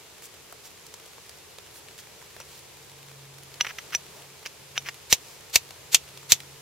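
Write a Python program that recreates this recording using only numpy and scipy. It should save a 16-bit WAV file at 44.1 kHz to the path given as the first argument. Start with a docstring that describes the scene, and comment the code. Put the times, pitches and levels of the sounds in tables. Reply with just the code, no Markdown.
"""A steel striker hits a flint four times, close by and hard enough to clip the microphones.
Each blow chips the stone, scrapes down its edge and sets the steel ringing briefly.
Before that, fingers settle dry tinder on the flint and the steel tries the edge with light
rubs and taps. On the quiet forest floor, a faint low hum comes and goes under the hiss of the air."""
import sys
import numpy as np
from scipy import signal
from scipy.fft import rfft, irfft, next_fast_len
from scipy.io import wavfile
from scipy.ndimage import uniform_filter1d, map_coordinates

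SR = 44100
rng = np.random.default_rng(int(sys.argv[2]) if len(sys.argv) > 2 else 0)


def master_out(mix):
    """Clip the mix to full scale and print it as 16-bit PCM to the path in sys.argv[1]."""
    frames = np.transpose(np.atleast_2d(mix))
    ceiling = np.clip(frames, -1, 1)
    pcm = np.round(ceiling * 32767).astype(np.int16)
    wavfile.write(sys.argv[1], SR, pcm)


N = 291501
T = np.arange(2 ** 13) / SR  # time within one event, s


def amp(db):
    """Decibels to gain."""
    return 10 ** (np.asarray(db) / 20)


def unit(x):
    """Scale to rms 1."""
    return x / np.sqrt(np.mean(x ** 2) + 1e-20)


def along(points, hz):
    """Read (f/Hz, value) points on a log axis."""
    f, values = np.transpose(points)
    return np.interp(np.log(hz + 1), np.log(f + 1), values)


def curve(points):
    """Read (t/s, value) points at every sample."""
    return np.interp(np.arange(N) / SR, *np.transpose(points))


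def wobble(rate_hz):
    """Smooth random curve, rate_hz knots a second."""
    knots = rng.standard_normal(int(N * rate_hz / SR) + 4)
    return map_coordinates(knots, [np.arange(N) * rate_hz / SR])


def add(track, at_s, sound):
    """Mix a sound into the track."""
    part = track[:, round(at_s * SR):][:, :sound.shape[-1]]
    part += sound[..., :part.shape[1]]


def band(x, lo_hz, hi_hz):
    """Causal band-pass; attacks stay sharp."""
    sos = signal.butter(2, [lo_hz, min(hi_hz, SR / 2 - 1)], "band", fs=SR, output="sos")
    return signal.sosfilt(sos, x)


def peak(hz, skirt_db):
    """Spectrum of one broad resonance."""
    return [(hz / 8, 2 * skirt_db), (hz / 2, skirt_db), (hz * 2 ** -0.25, -4), (hz, 0),
            (hz * 2 ** 0.059, -4), (hz * 2, skirt_db), (hz * 8, 2 * skirt_db)]


def noise(spectrum, correlation, size):
    """Stereo noise, rms 1, of given colour and left-right correlation."""
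    hz = np.fft.rfftfreq(size, 1 / SR)
    angle = np.arccos(np.clip(along(correlation, hz), -1, 1)) / 2
    gain = amp(along(spectrum, hz)) / np.sqrt(1 + (hz / SR) ** 4)
    white = rfft(rng.standard_normal((2, size)))
    mid, side = irfft(white * gain * [np.cos(angle), np.sin(angle)], size)
    return unit(np.array([mid + side, mid - side]))


def ring(hz, db, t60_s):
    """Damped modes; level and pitch vary with each blow."""
    strength, detune = rng.standard_normal((2, len(hz)))
    t = T[:, None]
    phase = 2 * np.pi * hz * (1 + 0.005 * detune) * t
    fade = amp(db + 1.5 * strength - 60 * t / t60_s)
    return np.sum(fade * np.sin(phase), 1)


# Close sounds: f/Hz, left-right correlation
NEAR_CORRELATION = [(200, 0.52), (2500, 0.84), (6000, 0.64), (9000, 0.45), (15000, .1)]
def burst(spectrum, t60_s):
    """Impact noise decaying from about level 1."""
    fade = amp(-60 * T / t60_s)
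    return unit(noise(spectrum, NEAR_CORRELATION, len(T)) * fade) * np.sqrt(np.mean(fade ** 2))


def friction(spectrum, rough_db, slip_samples=40):
    """Surfaces catch and slip at random."""
    catches = unit(uniform_filter1d(rng.standard_normal(len(T)), size=slip_samples))
    return unit(noise(spectrum, NEAR_CORRELATION, len(T)) * amp(rough_db * catches))


def stroke(length_s, spectrum, rough_db):
    """Grainy noise that swells and fades once."""
    swell = np.sqrt(np.abs(np.sin(np.pi * np.minimum(T / length_s, 1))))
    return swell * friction(spectrum, rough_db, slip_samples=90)


# Low air noise and hiss spectra: f/Hz, level/dB
LOW_AIR_SPECTRUM = [(12, -48), (20, -15), (38, -28), (71, -1.5), (140, -4.5), (171, -5), (241, -12.5),
                    (351, -4.5), (456, 0), (503, -5.5), (546, -5), (622, -8.5), (863, -9.5), (1000, -10),
                    (1300, -20), (2200, -120)]
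HISS_SPECTRUM = [(470, -11.5), (800, -8), (862, -6), (1180, -5.5), (1420, -5.5), (1920, -5), (2240, -3.5),
                 (4030, -4.5), (4460, -5), (7450, -6), (8130, -8.5), (13600, -11), (16000, -18)]
# Open air: f/Hz, left-right correlation
AIR_CORRELATION = [(60, 0.72), (130, 0.79), (300, 0.22), (640, 0.5), (1400, 0.54), (3100, 0.4),
                   (6000, 0.085), (15000, 0.16)]
# Base level of the air: t/s, level/dB
AIR_LEVEL = [(0.0, -51.5), (2.74, -51), (3.31, -52), (3.87, -48.5), (4.29, -51), (5.52, -50), (6.61, -50)]
def air():
    """Low air noise under a nearly steady hiss."""
    base_db, size = curve(AIR_LEVEL), next_fast_len(N)
    low = amp(base_db - 4.5 + 0.37 * wobble(7)) * noise(LOW_AIR_SPECTRUM, AIR_CORRELATION, size)[:, :N]
    hiss = amp(base_db + 1.26 + 0.1 * wobble(5.6)) * noise(HISS_SPECTRUM, AIR_CORRELATION, size)[:, :N]
    return low + hiss


def tinder_crackle(count, level_db, spread_db):
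    """Dry tinder crackles faintly at random moments."""
    out = np.zeros((2, N))
    for when, size, pitch in rng.random((count, 3)):
        crackle = burst(peak(700 * 10 ** pitch, skirt_db=-6.5), t60_s=0.014)
        add(out, when * N / SR, amp(level_db + spread_db * size ** 3) * crackle)
    return out


# Soft swells of noise: t/s, length/s, level/dB, f/Hz
SOFT_RUSTLES = [(0.223, .05, -44, 7500), (0.637, 0.047, -46.5, 5970), (1.739, 0.062, -47.5, 9250),
                (1.977, 0.039, -45.5, 6540), (2.468, 0.14, -50.5, 4500), (4.08, 0.2, -52, 645),
                (5.202, .18, -51.5, 5400)]
def rustles():
    """Faint rustles and rubs, and a high shimmer lingering after the first strike."""
    out = np.zeros((2, N))
    for at_s, length_s, db, hz in SOFT_RUSTLES:
        add(out, at_s, amp(db) * stroke(length_s, peak(hz, skirt_db=-7.5), rough_db=1.0))
    return out


# Contacts of fingers, tinder and flint: t/s, level/dB, f/Hz, relative knock/dB
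HANDLING_TICKS = [(0.524, -32, 11000, -10), (0.865, -32.5, 5890, -27), (0.939, -27, 6100, -23),
                  (1.18, -39, 756, -7), (1.293, -30, 5000, -27), (1.584, -30.5, 3770, -14),
                  (1.884, -32.5, 2180, -25), (1.988, -32, 2560, -27), (2.364, -31, 907, -21),
                  (2.401, -29.5, 6060, -12), (3.54, -31, 4450, -49), (5.706, -29, 2940, -20.5),
                  (6.173, -29, 3580, -28), (6.402, -27, 2510, -27)]
# Knock in the hand: f/Hz, level/dB
KNOCK_SPECTRUM = [(80, -5), (250, -8), (550, 6), (1200, 2), (2200, -18), (8000, -30)]
def handling():
    """Each small contact gives a pitched tick and a dull knock."""
    out = np.zeros((2, N))
    for at_s, db, hz, knock_db in HANDLING_TICKS:
        tick = amp(-5.5) * burst(peak(hz, skirt_db=-9.5), t60_s=0.021)
        knock = amp(knock_db + 5.5) * burst(KNOCK_SPECTRUM, t60_s=0.024)
        add(out, at_s + 0.001, amp(db) * (tick + knock))
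    return out


# Swells of the hum: t/s, level/dB
HUM_LEVEL = [(0, -97), (2.3, -70.5), (2.75, -66), (3.22, -52.5), (3.58, -59), (3.8, -73), (4.0, -65),
             (4.3, -60.5), (4.45, -76), (4.8, -54.5), (5.15, -71), (5.8, -64), (6.25, -56.5), (6.55, -59)]
def hum():
    """A faint low tone comes and goes, wavering slightly in pitch."""
    hz = 138 + 0.97 * wobble(7.6)
    return amp(curve(HUM_LEVEL) + 1) * unit(np.sin(2 * np.pi * np.cumsum(hz) / SR))


# Steel sliding on flint: f/Hz, level/dB
SLIDE_SPECTRUM = [(200, -11), (700, -20.5), (1200, -7), (2000, -1.5), (3000, -4), (3900, -16), (5300, -11),
                  (5900, -6.5), (6600, -19), (9000, -24), (16000, -20)]
# Light touches: t/s, flint/dB, flint pitch ratio, ring/dB, grit/dB, rebound gap/s, slide/s, slide/dB
LIGHT_TAPS = [(2.404, -43.5, 1.05, -48, -49, 0.0045, 0.022, -52),
              (3.6098, -4.5, 1.11, -13, -17.5, .0024, 0.0098, -32),
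              (3.648, -21, 0.72, -48, -47, 0.0057, .004, -32),
              (3.6678, -19.5, 0.87, -33, -41, 0.0036, .004, -35),
              (3.7069, -27.5, 0.68, -46, -49, .003, 0.032, -36.5),
              (3.786, -26, .86, -34, -45, .0026, .003, -33.5),
              (3.9492, -13.5, 1, -10, -14.5, .0012, .028, -28.5),
              (4.4602, -25, 1.02, -34, -21.5, 0.0056, .01, -36.5),
              (4.7779, -7.5, 1.01, -19, -20.5, 0.00134, 0.023, -34),
              (4.8875, -18, 0.78, -44, -20.5, 0.0043, 0.039, -35)]
def slides(rise_db):
    """Steel drags along the flint, ever more firmly, into each tap."""
    out = np.zeros((2, N))
    for at_s, *_, length_s, db in LIGHT_TAPS:
        closing_db = rise_db * (np.minimum(T / length_s, 1) - 1)
        rub = stroke(length_s + 0.0067, SLIDE_SPECTRUM, rough_db=3.0)
        add(out, at_s - length_s, amp(db + closing_db) * rub)
    return out


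def taps(contacts, light_db):
    """Each tap chatters; the firmer it is, the faster its rebounds fade."""
    out = np.zeros((2, N))
    for at_s, flint_db, pitch, ring_db, grit_db, gap_s, *_ in LIGHT_TAPS:
        loss_db = 6 + 0.39 * (flint_db - light_db)
        for k in range(contacts):
            touch = contact(flint_db, pitch, ring_db - k * loss_db / 2, grit_db, ring_t60_s=0.039)
            add(out, at_s + k * gap_s, amp(-k * loss_db) * touch)
    return out


# Hand-held flint: f/Hz, level/dB, t60/s
FLINT_MODES = [(846, -37, 0.002), (1440, -49, 0.021), (2260, -56, 0.0063), (2590, -4.5, 0.0076),
               (3040, -8, 0.0076), (3520, -14, 0.013), (4070, -27.5, 0.01)]
def flint_click(pitch):
    """Dry click; the pitch ratio stands for contact point and grip."""
    hz, db, t60_s = np.transpose(FLINT_MODES)
    return band(ring(hz * pitch, db, t60_s), lo_hz=543, hi_hz=6200)


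# Steel striker: f/Hz, level/dB
STEEL_MODES = [(5880, -1), (5980, -12), (7350, -22), (9550, -29.5), (10580, -40), (12400, -37),
               (13370, -24.5), (15480, -27)]
def steel_ring(t60_s, attack_s):
    """The striker rings; the grip damps all modes alike."""
    hz, db = np.transpose(STEEL_MODES)
    return ring(hz, db, t60_s) * (1 - np.exp(-T / attack_s))


# Grit under the steel: f/Hz, level/dB
GRIT_SPECTRUM = [(150, -27), (450, 4), (1300, -38), (2500, 11), (3400, -9), (5000, 4.5), (6800, 3.5),
                 (8500, -12), (16000, 5)]
def contact(flint_db, pitch, ring_db, grit_db, ring_t60_s):
    """Steel meets flint: click, short ring and a little grit."""
    steel = amp(ring_db) * steel_ring(ring_t60_s, attack_s=0.00085)
    grit = amp(grit_db) * band(burst(GRIT_SPECTRUM, t60_s=0.018), lo_hz=280, hi_hz=9000)
    return amp(flint_db + 2) * flint_click(pitch) + steel + grit


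# Flint chipping and scrape down the edge: f/Hz, level/dB
CHIP_SPECTRUM = [(120, -31), (200, -37), (465, -14), (1450, -11.5), (2560, -3.5), (3250, -6.5), (3690, 1),
                 (5040, -2.5), (5940, -2.5), (7410, 0.5), (8120, -5.5), (10900, -9.5), (11700, -9),
                 (13600, -2), (16000, -25)]
SCRAPE_SPECTRUM = [(300, -39), (1500, -36), (2200, -4), (3600, -0.5), (5000, 0), (6800, 4), (8500, -9),
                   (10800, -3.5), (11900, -34), (13400, -3), (16000, -28)]
# Hard blows: t/s, crack/dB, crack low cut/Hz, scrape/dB, scrape/s, thud/dB, ring/dB,
# crunch/Hz, crunch/dB, bite delay/s, bite/dB
HARD_STRIKES = [(5.1267, -4.5, 303, -16, 0.015, -16, -1.5, 2770, -29, .0064, -11),
                (5.5574, -3.5, 600, -10, 0.007, -22, -2.5, 2700, -9.5, .0095, -20),
                (5.9455, -4, 1620, -9.5, 0.01, -31.5, -3.5, 3210, -13, .0048, -20),
                (6.3202, 3.5, 1010, -14, 0.014, -19.5, 0, 3830, -20, .0045, -14.5)]
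def strikes():
    """The steel chips the edge, rings, jolts the hand and crunches on down the flint."""
    out = np.zeros((2, N))
    thud_spectrum = [(25, -23), (85, 6.5), (240, -30), (420, 3.5), (1000, -7.5), (3000, -25), (9000, -50)]
    for (at_s, crack_db, cut_hz, scrape_db, scrape_s, thud_db, ring_db,
         crunch_hz, crunch_db, *_) in HARD_STRIKES:
        # glancing blows have less body: higher low cut
        crack = amp(crack_db) * band(burst(CHIP_SPECTRUM, t60_s=0.015), lo_hz=cut_hz, hi_hz=18600)
        scrape = amp(scrape_db) * friction(SCRAPE_SPECTRUM, rough_db=0) * np.exp(-(T / scrape_s) ** 2)
        # each contact point has its own resonance
        crunch = amp(crunch_db) * friction(peak(crunch_hz, skirt_db=-34), rough_db=1.5)
        crunch *= amp(-60 * T / (5 * scrape_s))
        thud = amp(thud_db) * burst(thud_spectrum, t60_s=0.029)
        steel = amp(ring_db) * steel_ring(t60_s=0.015, attack_s=0.00039)
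        add(out, at_s, crack + scrape + crunch + thud + steel)
    return out


def bites(click_db):
    """The flint clicks under each strike; a moment later the steel bites again."""
    out = np.zeros((2, N))
    main_hz = max(FLINT_MODES, key=lambda mode: mode[1])[0]
    for at_s, *_, crunch_hz, _, delay_s, db in HARD_STRIKES:
        pitch = crunch_hz / main_hz
        add(out, at_s, amp(click_db) * flint_click(pitch))
        bite = contact(db - 6, pitch, ring_db=db - 0.5, grit_db=db - 5, ring_t60_s=0.017)
        add(out, at_s + delay_s, bite)
    return out


def swishes(level_db, width_s):
    """A soft hiss swells and fades around each strike."""
    out = np.zeros((2, N))
    t = T - T.mean()
    swell = np.exp(-(t / width_s) ** 2 - (t / 0.03) ** 8)
    for at_s, *_ in HARD_STRIKES:
        add(out, at_s - T.mean(), amp(level_db) * swell * noise(CHIP_SPECTRUM, NEAR_CORRELATION, len(T)))
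    return out


# Forest reverberation: f/Hz, t60/s
FOREST_DECAY = [(200, 0.075), (2500, 0.12), (12000, 0.093)]
def forest(x):
    """Ground and trunks scatter a short tail."""
    hz, t, bins = signal.stft(rng.standard_normal((2, SR // 2)), SR, nperseg=256)
    fade = amp(-60 * t / along(FOREST_DECAY, hz)[:, None])
    _, tail = signal.istft(bins * fade, SR, nperseg=256)
    return signal.fftconvolve(x, tail / np.linalg.norm(tail[0]), axes=1)[:, :N]


def mic_ports(x, one_radian_hz):
    """Treble reaches the two microphone ports out of step, right first."""
    size = next_fast_len(N + 4096)
    lag_rad = (np.fft.rfftfreq(size, 1 / SR) / one_radian_hz) ** 1.65
    return irfft(rfft(x, size) * np.exp(0.5j * np.array([-lag_rad, lag_rad])), size)[:, :N]


def scene():
    """Steel, flint and fingers close to the microphones, in open air."""
    blows = strikes() + bites(click_db=-7.5) + swishes(level_db=-25, width_s=0.022)
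    touches = taps(contacts=3, light_db=-20) + handling() + slides(rise_db=4)
    faint = rustles() + tinder_crackle(count=150, level_db=-47, spread_db=9.5)
    balance = amp([[-0.3], [0.3]])
    near = band((blows + touches + faint) * balance, lo_hz=55, hi_hz=22700)
    near = signal.lfilter(*signal.iirnotch(248, Q=2, fs=SR), near)  # hollow low mids
    return mic_ports(near + amp(-18.5) * forest(near) + air() + hum(), one_radian_hz=7650)


def record(dry):
    """Soft clipping of the loudest blows, then the band limit."""
    ceiling, top_hz = 0.88, 15900
    clipped = dry / (1 + np.abs(dry / ceiling) ** 8) ** (1 / 8)
    return signal.fftconvolve(clipped, signal.firwin(161, top_hz, fs=SR)[None], "same", axes=1)


dry = scene()
out = record(dry)
master_out(out)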